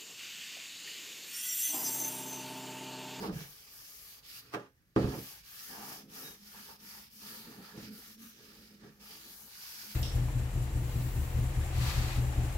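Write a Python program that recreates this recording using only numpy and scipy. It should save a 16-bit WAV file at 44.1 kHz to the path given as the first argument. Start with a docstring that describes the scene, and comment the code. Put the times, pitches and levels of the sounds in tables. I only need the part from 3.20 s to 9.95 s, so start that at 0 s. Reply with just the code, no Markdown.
"""Wiping oil along an axe handle

A gloved hand wipes oil along the wooden handle of an axe with a paper towel, on a plywood workbench in a small shop.
The paper is filtered noise and tiny random ticks that follow the hand's speed; it drags on the grain and the handle hums.
The axe rocks on the bench, its head scrapes as it is lifted, and it is set down again with a rattling thud:
these ring a shared set of bench modes. Short gliding tones make the oiled wood squeak, over quiet room noise."""
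import sys
import numpy as np
from scipy import signal
from scipy.fft import rfft, irfft, next_fast_len
from scipy.io import wavfile
from scipy.ndimage import uniform_filter1d

SR = 44100
rng = np.random.default_rng(int(sys.argv[2]) if len(sys.argv) > 2 else 0)


def master(y):
    """Save y as 16-bit WAV."""
    cut = np.clip(np.atleast_2d(y).T, -1, 1)
    pcm = np.round(cut * 32767)  # scale
    wavfile.write(sys.argv[1], SR, pcm.astype(np.int16))


N = 297675
T = np.arange(N) / SR

# strokes of the towel; they overlap where the hand changes its grip on the way:
# (start_s, length_s, fastest_at as a share of the length, swell: low is even and high is peaked,
#  fibre_hiss_db, fold_rustle_db, pad_rub_db, grain_drag_db)
STROKES = [ (-.04, 0.15, 0.49, 0.84, -52.5, -51, -59, -46),
           (0.106, 0.18, 0.39, 0.66, -54, -53, -57.5, -56.5),
           (0.195, 0.24, 0.26, 0.25, -55, -60.5, -72, -77), (0.359, 0.65, 0.8, 0.32, -53, -59, -72.5, -84),
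           (0.497, 0.17, 0.35, 0.65, -59, -77, -70, -74), (1.024, 0.19, 0.85, 0.49, -51, -53, -65.5, -87),
           (1.19, 0.27, 0.091, 0.66, -69, -66.5, -69, -89), (1.314, 0.046, .7, 1.2, -56.5, -55, -72, -78),
           (1.756, 0.18, 0.28, 0.61, -63, -52.5, -51, -75),
           (1.794, 0.44, 0.63, 0.67, -50, -53.5, -63, -65.5),
           (1.876, 0.098, 0.73, 0.81, -62, -69, -52.5, -49),
           (2.227, 0.37, 0.66, 0.34, -49.5, -55, -60.5, -74), (2.478, 0.22, 0.51, 0.55, -54, -70, -57, -51),
           (2.556, 0.29, 0.54, 0.84, -48, -53, -55, -55), (2.871, 0.33, 0.42, 0.85, -48.5, -55, -59, -60.5),
           (3.161, 0.42, 0.62, 0.59, -53.5, -58, -65, -68.5),
           (3.295, 0.14, 0.5, 0.81, -69, -69, -60, -62.5), (3.468, 0.11, 0.3, 0.88, -58, -62, -69, -57),
           (3.577, 0.32, 0.44, 0.6, -52, -56.5, -61.5, -65), (3.895, 0.15, 0.7, 0.35, -55.5, -62, -79, -80),
           (3.968, 0.37, 0.35, 0.93, -49, -53.5, -59.5, -62.5),
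           (4.219, 0.26, 0.35, 0.43, -59, -61, -62.5, -62.5),
           (4.405, 0.19, 0.26, 0.55, -59, -58, -59.5, -62),
           (4.547, 0.16, 0.5, 0.32, -58, -57.5, -60.5, -66),
           (4.702, 0.26, 0.39, 0.25, -54.5, -59.5, -64.5, -73),
           (4.97, 0.19, 0.35, 0.7, -55, -59, -63.5, -83), (5.09, 0.53, 0.41, 0.42, -63, -61, -68.5, -76.5),
           (5.585, 0.14, 0.48, 0.74, -72, -65.5, -63, -68.5),
           (5.657, 0.16, 0.62, 0.2, -72, -72, -74.5, -79),
           (5.795, 0.37, 0.28, 0.37, -54.5, -56.5, -63.5, -68),
           (6.001, 0.36, 0.5, 0.51, -52.5, -63, -68, -68),
           (6.27, 0.91, 0.27, 0.45, -49.5, -53.5, -60.5, -69.5)]
# where the hand is: (time_s, reach: 0 at the head to 1 at the knob)
HAND_REACH = [(0, 0.092), (.3, 0.081), (.75, 0.67), (1.05, 1), (1.75, 0.98), (2.25, 0.36), (2.85, 0.97),
              (3.25, 0.7), (3.55, 1), (3.9, 0.9), (4.3, 0.94), (6, 0.94), (6.75, 0.18)]
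# spectrum of a hard, gritty contact: (frequency_hz, level_db)
CRACK_SPECTRUM = [(300, -22), (700, 5), (1300, 4), (2200, -10.5), (5500, -11.5), (9000, -25), (15000, -29)]
GRIP_SHIFT = .08  # how far a new grip moves the resonances, on a natural-log scale


def undb(db):
    """Turn decibels into gain."""
    return 10 ** (np.asarray(db) / 20)


def unit(x):
    """Scale a sound to an rms of 1."""
    return x / np.sqrt(np.mean(x ** 2))


def curves(rows):
    """Read each column of a time table at every sample."""
    seconds, *columns = np.transpose(rows)
    return [np.interp(T, seconds, column) for column in columns]


def shape(x, gain):
    """Filter a sound by a gain that is a function of frequency."""
    size = next_fast_len(x.shape[-1] + 8192)
    hz = np.maximum(np.arange(size // 2 + 1) * SR / size, 1)
    return irfft(rfft(x, size) * gain(hz), size)[..., :x.shape[-1]]


def along(points, hz):
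    """Read (frequency_hz, value) points on a logarithmic frequency axis."""
    point_hz, value = np.transpose(points)
    return np.interp(np.log(hz), np.log(point_hz), value)


def colour(x, points):
    """Filter a sound by (frequency_hz, level_db) points."""
    return shape(x, lambda hz: undb(along(points, hz)))


def ports(pair):
    """Mix two unrelated signals into left and right microphone ports: alike in the bass, unrelated in the treble."""
    # how alike the ports are: (frequency_hz, likeness 0-1)
    port_likeness = [(100, 0.86), (300, 0.92), (640, 0.65), (1400, 0.3), (3000, 0.13), (15000, 0.13)]
    mid = shape(pair[0], lambda hz: np.sqrt(1 + np.clip(along(port_likeness, hz), 0, .99)))
    side = shape(pair[1], lambda hz: np.sqrt(1 - np.clip(along(port_likeness, hz), 0, .99)))
    return np.array([mid + side, mid - side])


def noise(size=N):
    """Make white noise at the two ports."""
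    return ports(rng.standard_normal((2, size)))


def walk(rate):
    """Random levels, rate of them per second, joined by slopes; spread near 1."""
    hold = max(int(SR / rate), 1)
    steps = np.repeat(rng.standard_normal(N // hold + 1), hold)
    return unit(uniform_filter1d(steps, hold)[:N])


def ring(x, response):
    """Pass a sound through a left and right impulse response."""
    return signal.fftconvolve(np.atleast_2d(x), response, axes=-1)[:, :N]


def fade(t, t60):
    """Die away exponentially, by 60 dB in t60 seconds."""
    return np.exp(-np.log(1000) * t / t60)


def resonance(x, hz, width_hz):
    """Ring a resonance whose centre may glide; a larger width is broader."""
    turn = np.exp(2j * np.pi * np.cumsum(hz * np.ones(N)) / SR)
    pole = np.exp(-2 * np.pi * width_hz / SR)
    # shift the centre down to 0 Hz, filter there, and shift back
    rung = signal.lfilter([1], [1, -2 * pole, pole ** 2], x / turn) * turn
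    return unit(rung.real)


def slips(rate, spread_db):
    """Make tiny random slips, about rate per second: many weak, a few strong."""
    size = undb(spread_db * np.minimum(rng.exponential(size=N), 5))
    return (rng.random(N) < rate / SR) * size * rng.choice([-1, 1], N)


def friction(spectrum, rate, spread_db, smooth, flutter_db):
    """Catching fibres tick over a smooth rush; the contact flutters as the paper shifts."""
    # each tick is smeared over a few milliseconds without gaining a colour
    scatter = rfft(rng.standard_normal((2, 256)) * fade(T[:256], 0.00408))
    smear = irfft(scatter / np.abs(scatter))
    ticks = ring([slips(rate, spread_db), slips(rate, spread_db)], smear)
    rush = ports(unit(ticks) + smooth * rng.standard_normal((2, N)))
    return unit(colour(rush, spectrum) * undb(flutter_db * walk(70)))


def through_wood(rub, bench, ring_db):
    """Rubbing is heard directly and as the ring of the wood."""
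    return unit(rub + undb(ring_db) * unit(ring(rub[0], bench)))


def near_walls(x, wet_db, t60):
    """Shelves and walls close by add a short, faint tail."""
    tail = noise(SR // 2) * fade(T[:SR // 2], t60)
    return x + undb(wet_db) * ring(x, tail / np.sqrt(np.sum(tail ** 2) / 2))


def grips(spread):
    """Each stroke takes a new grip: a factor near 1 that slides from one stroke's value to the next."""
    starts = np.sort(np.array(STROKES)[:, 0])
    return np.exp(spread * np.interp(T, starts, rng.uniform(-1.5, 1.5, len(starts))))


def bench_response():
    """One tap's echo: modes of axe and bench, quick clatter of the boards, and the shop's reverberation."""
    # modes of the axe and bench in contact, before the room or hand damps them: (frequency_hz, level_db, t60_s)
    bench_modes = [(60, -4, .5), (82, -3, .5), (123, 4, .55), (143, 0, .4), (165, -3, .5), (196, 0, .35),
                   (215, -2, .3), (269, -3, .5), (286, -5, .3), (324, 4.5, .3), (342, 2, .18),
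                   (361, -2, .3), (406, 1, .45), (428, 3.5, .24), (468, 2, .4), (517, -4, .4),
                   (552, -1, .35), (582, -4, .3), (625, -5, .28), (665, -4, .33), (720, -6, .24),
                   (825, 0, .25), (852, 1, .35), (1025, -3, .33), (1221, 4, .24), (1325, -2, .35),
                   (1432, -8, .3), (1570, -2, .22), (1690, -5, .45), (1850, -2, .22), (2255, 2, .26),
                   (3015, -5, .45), (3240, 1, .22), (3730, 0, .25), (5600, 1, .3), (6600, 2, .25)]
    t = T[:SR]
    modes = 0
    for hz, db, t60 in bench_modes:
        # short waves reach the two ports with unrelated phases
        phase = rng.standard_normal((2, 1)) * min(hz / 900, 2)
        modes = modes + undb(db) * np.sin(2 * np.pi * hz * t + phase) * fade(t, t60)
    boards = shape(noise(SR), lambda hz: (hz + 500) / (hz + 1300)) * fade(t, .085)
    reverb = noise(SR)
    low = shape(reverb, lambda hz: 1 / (1 + (hz / 900) ** 2))
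    high = reverb - low
    # the reverberation builds up, and its treble dies first
    room = (low * fade(t, .52) + high * fade(t, .38)) * (1 - fade(t, .06))
    return modes * (1 - fade(t, .015)) + undb(21) * boards + undb(9) * room


def shop_air():
    """The still air of the shop is a coloured noise whose level wavers slightly."""
    # (frequency_hz, level_db)
    air_spectrum = [(20, -16), (55, 5.5), (90, -1), (150, -1), (350, -14), (900, -25.5), (1700, -16),
                    (3500, -29.5), (5300, -51.5), (8500, -36), (13000, -50.5), (16000, -50)]
    level_db = -70 + 0.94 * walk(22.0)
    return unit(colour(noise(), air_spectrum)) * undb(level_db)


def stroke_levels():
    """In each stroke the hand speeds up and slows to a stop; hiss, rustle, pad and drag follow its speed."""
    # each sound grows as this power of the speed: hiss, rustle, pad, drag
    powers = np.array([[1.68], [1], [1.46], [1.54]])
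    smoothing_s = 0.009
    energy = np.zeros((len(powers), N))
    for start, length, fastest, swell, *levels_db in STROKES:
        moving = (T > start) & (T < start + length)
        share = (T[moving] - start) / length
        progress = np.interp(share, [0, np.clip(fastest, .02, .98), 1], [0, .5, 1])
        speed = np.sin(np.pi * progress) ** abs(swell)
        energy[:, moving] += (undb(levels_db)[:, None] * speed ** powers) ** 2
    return np.sqrt(np.abs(uniform_filter1d(energy, max(int(smoothing_s * SR), 1))))


def fibre_hiss():
    """Fine paper fibres catch so often that their ticks merge into a bright hiss."""
    # (frequency_hz, level_db)
    fibre_spectrum = [(3000, -19), (6000, -5), (8500, -11), (10500, -6), (13300, -1), (15000, -4.5),
                      (16000, -7)]
    return friction(fibre_spectrum, rate=3000, spread_db=0.0, smooth=2.1, flutter_db=0.67)


def folds():
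    """The folds rustle; a stiff crease colours the sound and drifts as the towel bunches up."""
    # (frequency_hz, level_db)
    rustle_spectrum = [(300, -27), (1100, -31), (1800, -7.5), (2300, -2), (3300, -2), (4200, -2.5),
                       (5200, -5.5), (6300, -6), (8500, -14), (12000, -21.5)]
    rub = friction(rustle_spectrum, rate=900, spread_db=2.5, smooth=1.2, flutter_db=1.1)
    crease_hz = 5150 * (1 + .055 * walk(6))
    crease = resonance(rub, crease_hz, width_hz=800)
    crease_db = -7.5 + 2 * walk(3.32)
    return unit(rub + undb(crease_db) * crease)


def hollow_pad(bench):
    """The cupped paper rings in broad hollows that tighten toward the knob and shift with every grip."""
    # spectrum of the rubbing pad: (frequency_hz, level_db)
    pad_spectrum = [(600, -19.5), (1080, -7.5), (1320, -4.5), (1640, -1.5), (2100, -5.5), (3200, -7),
                    (6000, -55)]
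    # hollows of the cupped paper, before the grip shifts them: (head_hz, knob_hz, width_hz, level_db)
    paper_hollows = [(1090, 1330, 210, -3), (1600, 1760, 260, 0)]
    rub = friction(pad_spectrum, rate=320, spread_db=2, smooth=0.82, flutter_db=0.0)
    reach, grip = curves(HAND_REACH)[0], grips(GRIP_SHIFT)
    hollows = 0
    for head_hz, knob_hz, width_hz, db in paper_hollows:
        centre_hz = (head_hz + (knob_hz - head_hz) * reach) * grip
        hollows = hollows + undb(db) * resonance(rub, centre_hz, width_hz)
    return unit(through_wood(rub, bench, ring_db=-6) + undb(-3) * unit(hollows))


def grain_drag(bench):
    """A firm grip catches on the grain and rings the bench; the cupped paper adds a hollow near 840 Hz that
    shifts with every grip."""
    # (frequency_hz, level_db)
    grain_spectrum = [(60, -16), (140, -1), (200, -3), (330, -3), (450, 1.5), (650, -.5), (820, 1),
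                      (1050, 2), (1500, -5), (2100, -12), (3000, -13), (6000, -60)]
    rub = friction(grain_spectrum, rate=550, spread_db=1.5, smooth=0.9, flutter_db=2.5)
    note = resonance(rub, 840 * grips(GRIP_SHIFT), width_hz=130)
    return unit(through_wood(rub, bench, ring_db=-11) + undb(-8) * note)


def patchy(x):
    """Crumpled paper keeps changing shape, so third-octave bands swell and sink on their own."""
    centres_hz = 500 * 2 ** (np.arange(13) / 3)
    size = next_fast_len(N)
    spectrum, hz = rfft(x, size), np.arange(size // 2 + 1) * SR / size
    out = np.zeros_like(x)
    for k, band in enumerate(np.eye(len(centres_hz))):
        waver_db = 1.4 * walk(16) * (k < len(centres_hz) - 1)  # the highest hiss stays even
        band_sound = irfft(spectrum * np.interp(hz, centres_hz, band), size)[:, :N]
        out += band_sound * undb(waver_db)
    return out


def bench_echo(x, lag_s, travel_s, gain):
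    """The bench top mirrors the towel; the path changes with the hand, so the colour glides."""
    lag = lag_s + travel_s * curves(HAND_REACH)[0]
    return x + gain * np.interp(T - lag, T, x)


def handle_hum(bench, drag_gain):
    """Paper that sticks sets the handle's wavering bending note humming in bouts, and shakes the bench under it."""
    # bouts of sticking, mostly as the hand slows at the knob: (loudest_s, half_length_s, note_db, shudder_db)
    sticking_bouts = [(.026, 0.065, -44.5, -39.5), (0.098, 0.018, -37, -41.5), (0.166, 0.015, -37.5, -59),
                      (0.205, 0.039, -49, -59), (1.278, 0.086, -65, -69.5), (2.532, 0.054, -78, -59.5),
                      (2.68, 0.12, -77, -62.5), (2.873, 0.14, -59.5, -63.5), (3.04, 0.089, -71, -57),
                      (3.245, 0.073, -62.5, -81), (3.39, 0.032, -57.5, -74), (3.47, 0.05, -60, -66.5),
                      (3.656, 0.064, -58.5, -69), (3.806, 0.063, -61, -83), (3.976, 0.043, -62.5, -87),
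                      (4.144, 0.13, -55.5, -63), (4.293, 0.036, -52, -56), (4.403, 0.044, -49, -56.5),
                      (4.565, 0.035, -47, -50.5), (4.69, 0.065, -49, -58), (4.79, 0.027, -59.5, -62),
                      (4.892, 0.044, -58, -68), (5.031, 0.064, -52.5, -65.5), (5.226, 0.076, -68.5, -62.5),
                      (5.305, 0.055, -66, -65.5), (5.404, 0.066, -59.5, -64), (5.532, 0.039, -58.5, -64.5),
                      (5.659, 0.061, -57, -58), (5.815, 0.045, -61, -69.5), (5.935, 0.077, -65, -65.5),
                      (6.083, 0.046, -63, -64.5), (6.26, 0.032, -63, -74), (6.736, 0.11, -61.5, -75)]
    # the bending note changes with where the handle is held and supported: (time_s, pitch_hz before wavering)
    bending_note = [(0, 185), (.04, 202), (.09, 192), (.16, 152), (.26, 142), (1.3, 124), (2.1, 140),
                    (2.5, 208), (2.9, 213), (3.4, 204), (3.7, 212), (4.3, 219), (4.42, 208), (5.05, 218),
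                    (5.9, 206), (6.75, 212)]
    # the shudder that passes into the bench: (frequency_hz, level_db)
    shudder_spectrum = [(40, -17), (65, -5), (95, -23), (140, -0.5), (190, -1.5), (260, 5.5), (320, -0.5),
                        (410, -4), (520, -4), (700, -9.5), (1500, -56)]
    loudest_s, half_s, note_db, shudder_db = np.transpose(sticking_bouts)[:, :, None]
    bouts = np.exp(-2 * np.minimum(((T - loudest_s) / half_s) ** 2, 20))
    # between bouts, the drag alone keeps a faint hum going
    faint_gain = undb(-8) * drag_gain
    note_gain = np.sqrt(np.sum(bouts * undb(note_db) ** 2, axis=0) + faint_gain ** 2)
    shudder_gain = np.sqrt(np.sum(bouts * undb(shudder_db) ** 2, axis=0))
    hz = curves(bending_note)[0] * (1 + .03 * walk(110))
    steady = unit(np.sin(2 * np.pi * np.cumsum(hz) / SR))
    rough = resonance(rng.standard_normal(N), hz, width_hz=22)
    note = unit(steady + .8 * rough)
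    shaken = ring(slips(rate=140, spread_db=2), bench)
    shudder = unit(colour(shaken, shudder_spectrum))
    return note * note_gain + shudder * shudder_gain


def towel(bench):
    """Fine fibres hiss, the folds rustle, the pad rubs, and a firm grip drags on the grain and rings the wood."""
    hiss_gain, rustle_gain, pad_gain, drag_gain = stroke_levels()
    # the paper stirs even in a still hand, so hiss and rustle never stop
    hiss = fibre_hiss() * np.hypot(hiss_gain, undb(-80))
    rustle = folds() * np.hypot(rustle_gain, undb(-83.5))
    pad = hollow_pad(bench) * pad_gain
    drag = grain_drag(bench) * drag_gain
    left, right = patchy(hiss + rustle + pad)
    left = bench_echo(left, lag_s=0.0014, travel_s=-0.00063, gain=0.17)
    right = bench_echo(right, lag_s=.0032, travel_s=-0.0000007, gain=0.037)
    return np.array([left, right]) + drag + handle_hum(bench, drag_gain)


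def knocks(bench):
    """The axe lands and rocks between head and handle; soft contact is dull, hard contact cracks with little bass."""
    # blows on the bench: (time_s, level_db of the first 30 ms before the crack is added, brightness_hz)
    axe_blows = [(0.024, -47, 700), (.043, -41.5, 1200), (0.08, -45.5, 300), (.094, -43, 1010),
                 (.125, -46.5, 90), (1.3379, -40.5, 2800), (1.3448, -37, 3050), (1.3548, -49, 2400),
                 (1.3632, -55, 2000), (1.396, -55, 1500), (1.762, -23.5, 700), (1.777, -31, 456),
                 (1.81, -54, 600), (1.829, -34.5, 450), (1.843, -31, 120), (1.873, -40, 800),
                 (1.9, -45, 500), (1.927, -43.5, 500), (1.948, -43, 644), (1.974, -42.5, 346),
                 (4.308, -62, 500), (4.412, -68, 400), (4.575, -47, 453), (4.62, -51, 160),
                 (5.389, -61, 250), (5.633, -56.5, 400), (6.632, -64.5, 1300)]
    # force of a blow: (frequency_hz, level_db)
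    thud_spectrum = [(25, -48), (48, -20), (66, 8), (95, -4.5), (130, -0.5), (220, 5), (320, 3),
                     (450, -3.5), (620, 0), (850, -5.5), (1200, -5), (2200, -12), (5000, -20), (8500, -23),
                     (14000, -31)]
    # clatter of loose boards: (frequency_hz, level_db)
    clatter_spectrum = [(80, -21), (200, 5), (450, 4.5), (850, -4.5), (1500, -11), (3000, -15), (9000, -32)]
    out = np.zeros((2, N + SR))
    t, first = T[:SR], int(.03 * SR)
    # the hand on the handle shortens the ring of each blow
    thud = colour(bench, thud_spectrum) * fade(t, 0.45)
    thud = thud / thud[:, :first].std()
    boards = unit(colour(noise(), clatter_spectrum))
    grit = unit(colour(noise(), CRACK_SPECTRUM))
    for s, db, bright_hz in axe_blows:
        start = max(int(s * SR), 0)
        # loose boards and grit clatter anew under each blow
        span = np.arange(start, start + SR) % N
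        top_hz = min(bright_hz, SR / 4)
        contact = signal.butter(1, [top_hz / 7, top_hz], "bandpass", fs=SR, output="sos")
        clatter = undb(-8) * boards[:, span] * fade(t, .16)
        blow = signal.sosfilt(contact, thud + clatter)
        # the harder the contact, the more it cracks: 5.5 dB per octave of brightness
        crack_db = -10.5 + 5.5 * np.log2(top_hz / 1000)
        crack = grit[:, span] * fade(t, 0.014) * undb(crack_db)
        out[:, start:start + SR] += undb(db) * (blow / blow[:, :first].std() + crack)
    return out[:, :N]


def scrape(bench):
    """The lifted steel head judders over the plywood in quick slips: a dry rasp and the ring of the bench."""
    # (time_s, level_db of the judder)
    scrape_levels = [(1.312, -68), (1.328, -44), (1.338, -40), (1.346, -40), (1.357, -54), (1.372, -66),
                     (1.398, -47), (1.412, -56), (1.46, -57), (1.5, -75), (1.53, -100)]
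    # force of the dragging head: (frequency_hz, level_db)
    scrape_force = [(60, -22), (120, -7), (165, 1), (215, -3), (330, -4), (430, 1), (600, 2), (830, -1),
                    (1030, -6), (1230, 1), (2000, -3), (3000, -9), (6500, -20), (9000, -29), (15000, -35)]
    judder = unit(slips(rate=1200, spread_db=1)) * undb(curves(scrape_levels)[0])
    t = T[:SR]
    bench_ring = colour(bench, scrape_force) * fade(t, 0.32)
    rasp = colour(noise(SR) * fade(t, 0.015), CRACK_SPECTRUM)
    out = 0
    for response, db in [(bench_ring, -5), (rasp, -8)]:
        even = response / np.sqrt(np.sum(response ** 2) / 2)
        out = out + undb(db) * ring(judder, even)
    return out


def squeaks():
    """Paper sticks and slips almost regularly on oiled wood for a moment; the pitch glides as the grip changes."""
    # (loudest_s, half_length_s, pitch_hz at the loudest, glide in octaves per s, level_db, jitter as a share of pitch)
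    paper_squeaks = [(3.068, .03, 3810, -.1, -49.5, .0045), (3.125, .03, 3805, 0, -61, .006),
                     (4.05, .065, 5520, -1.1, -63, .02), (4.97, .04, 5430, .35, -71, .02),
                     (5.082, .025, 5700, 1.0, -63, .01)]
    out = np.zeros(N)
    for s, half_s, hz, glide, db, jitter in paper_squeaks:
        since = np.clip(T - s, -.2, .2)
        pitch_hz = hz * 2 ** (glide * since) * (1 + jitter * walk(500))
        phase = 2 * np.pi * np.cumsum(pitch_hz) / SR
        swell = np.exp(-((T - s) / half_s) ** 2)
        out += np.sin(phase) * undb(db + 2 * walk(120)) * swell
    return out


def scene():
    """Towel, axe and bench over the quiet of the shop."""
    bench = bench_response()
    air = shop_air()
    wiping = near_walls(towel(bench) + squeaks(), wet_db=-8.0, t60=0.33)
    return wiping + knocks(bench) + scrape(bench) + air


def record(dry):
    """Sound reaches the right port a little later; each port has its own colour; the top is cut steeply."""
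    # colour of the ports: (frequency_hz, left_minus_right_db)
    port_balance = [(60, -2.5), (400, -1.8), (800, -1.5), (1300, -4), (2400, -2.5), (4800, -6), (6500, -3),
                    (8500, 5), (13000, 8), (15500, 4)]
    port_lag_s, top_hz = .00018, 15800
    late = shape(dry, lambda hz: np.exp(-2j * np.pi * np.outer([0, port_lag_s], hz)))
    tinted = shape(late, lambda hz: undb(np.outer([1, -1], along(port_balance, hz)) / 2))
    top_cut = signal.ellip(12, .1, 70, top_hz, fs=SR, output="sos")
    return signal.sosfilt(top_cut, tinted)


dry = scene()
out = record(dry)
master(out)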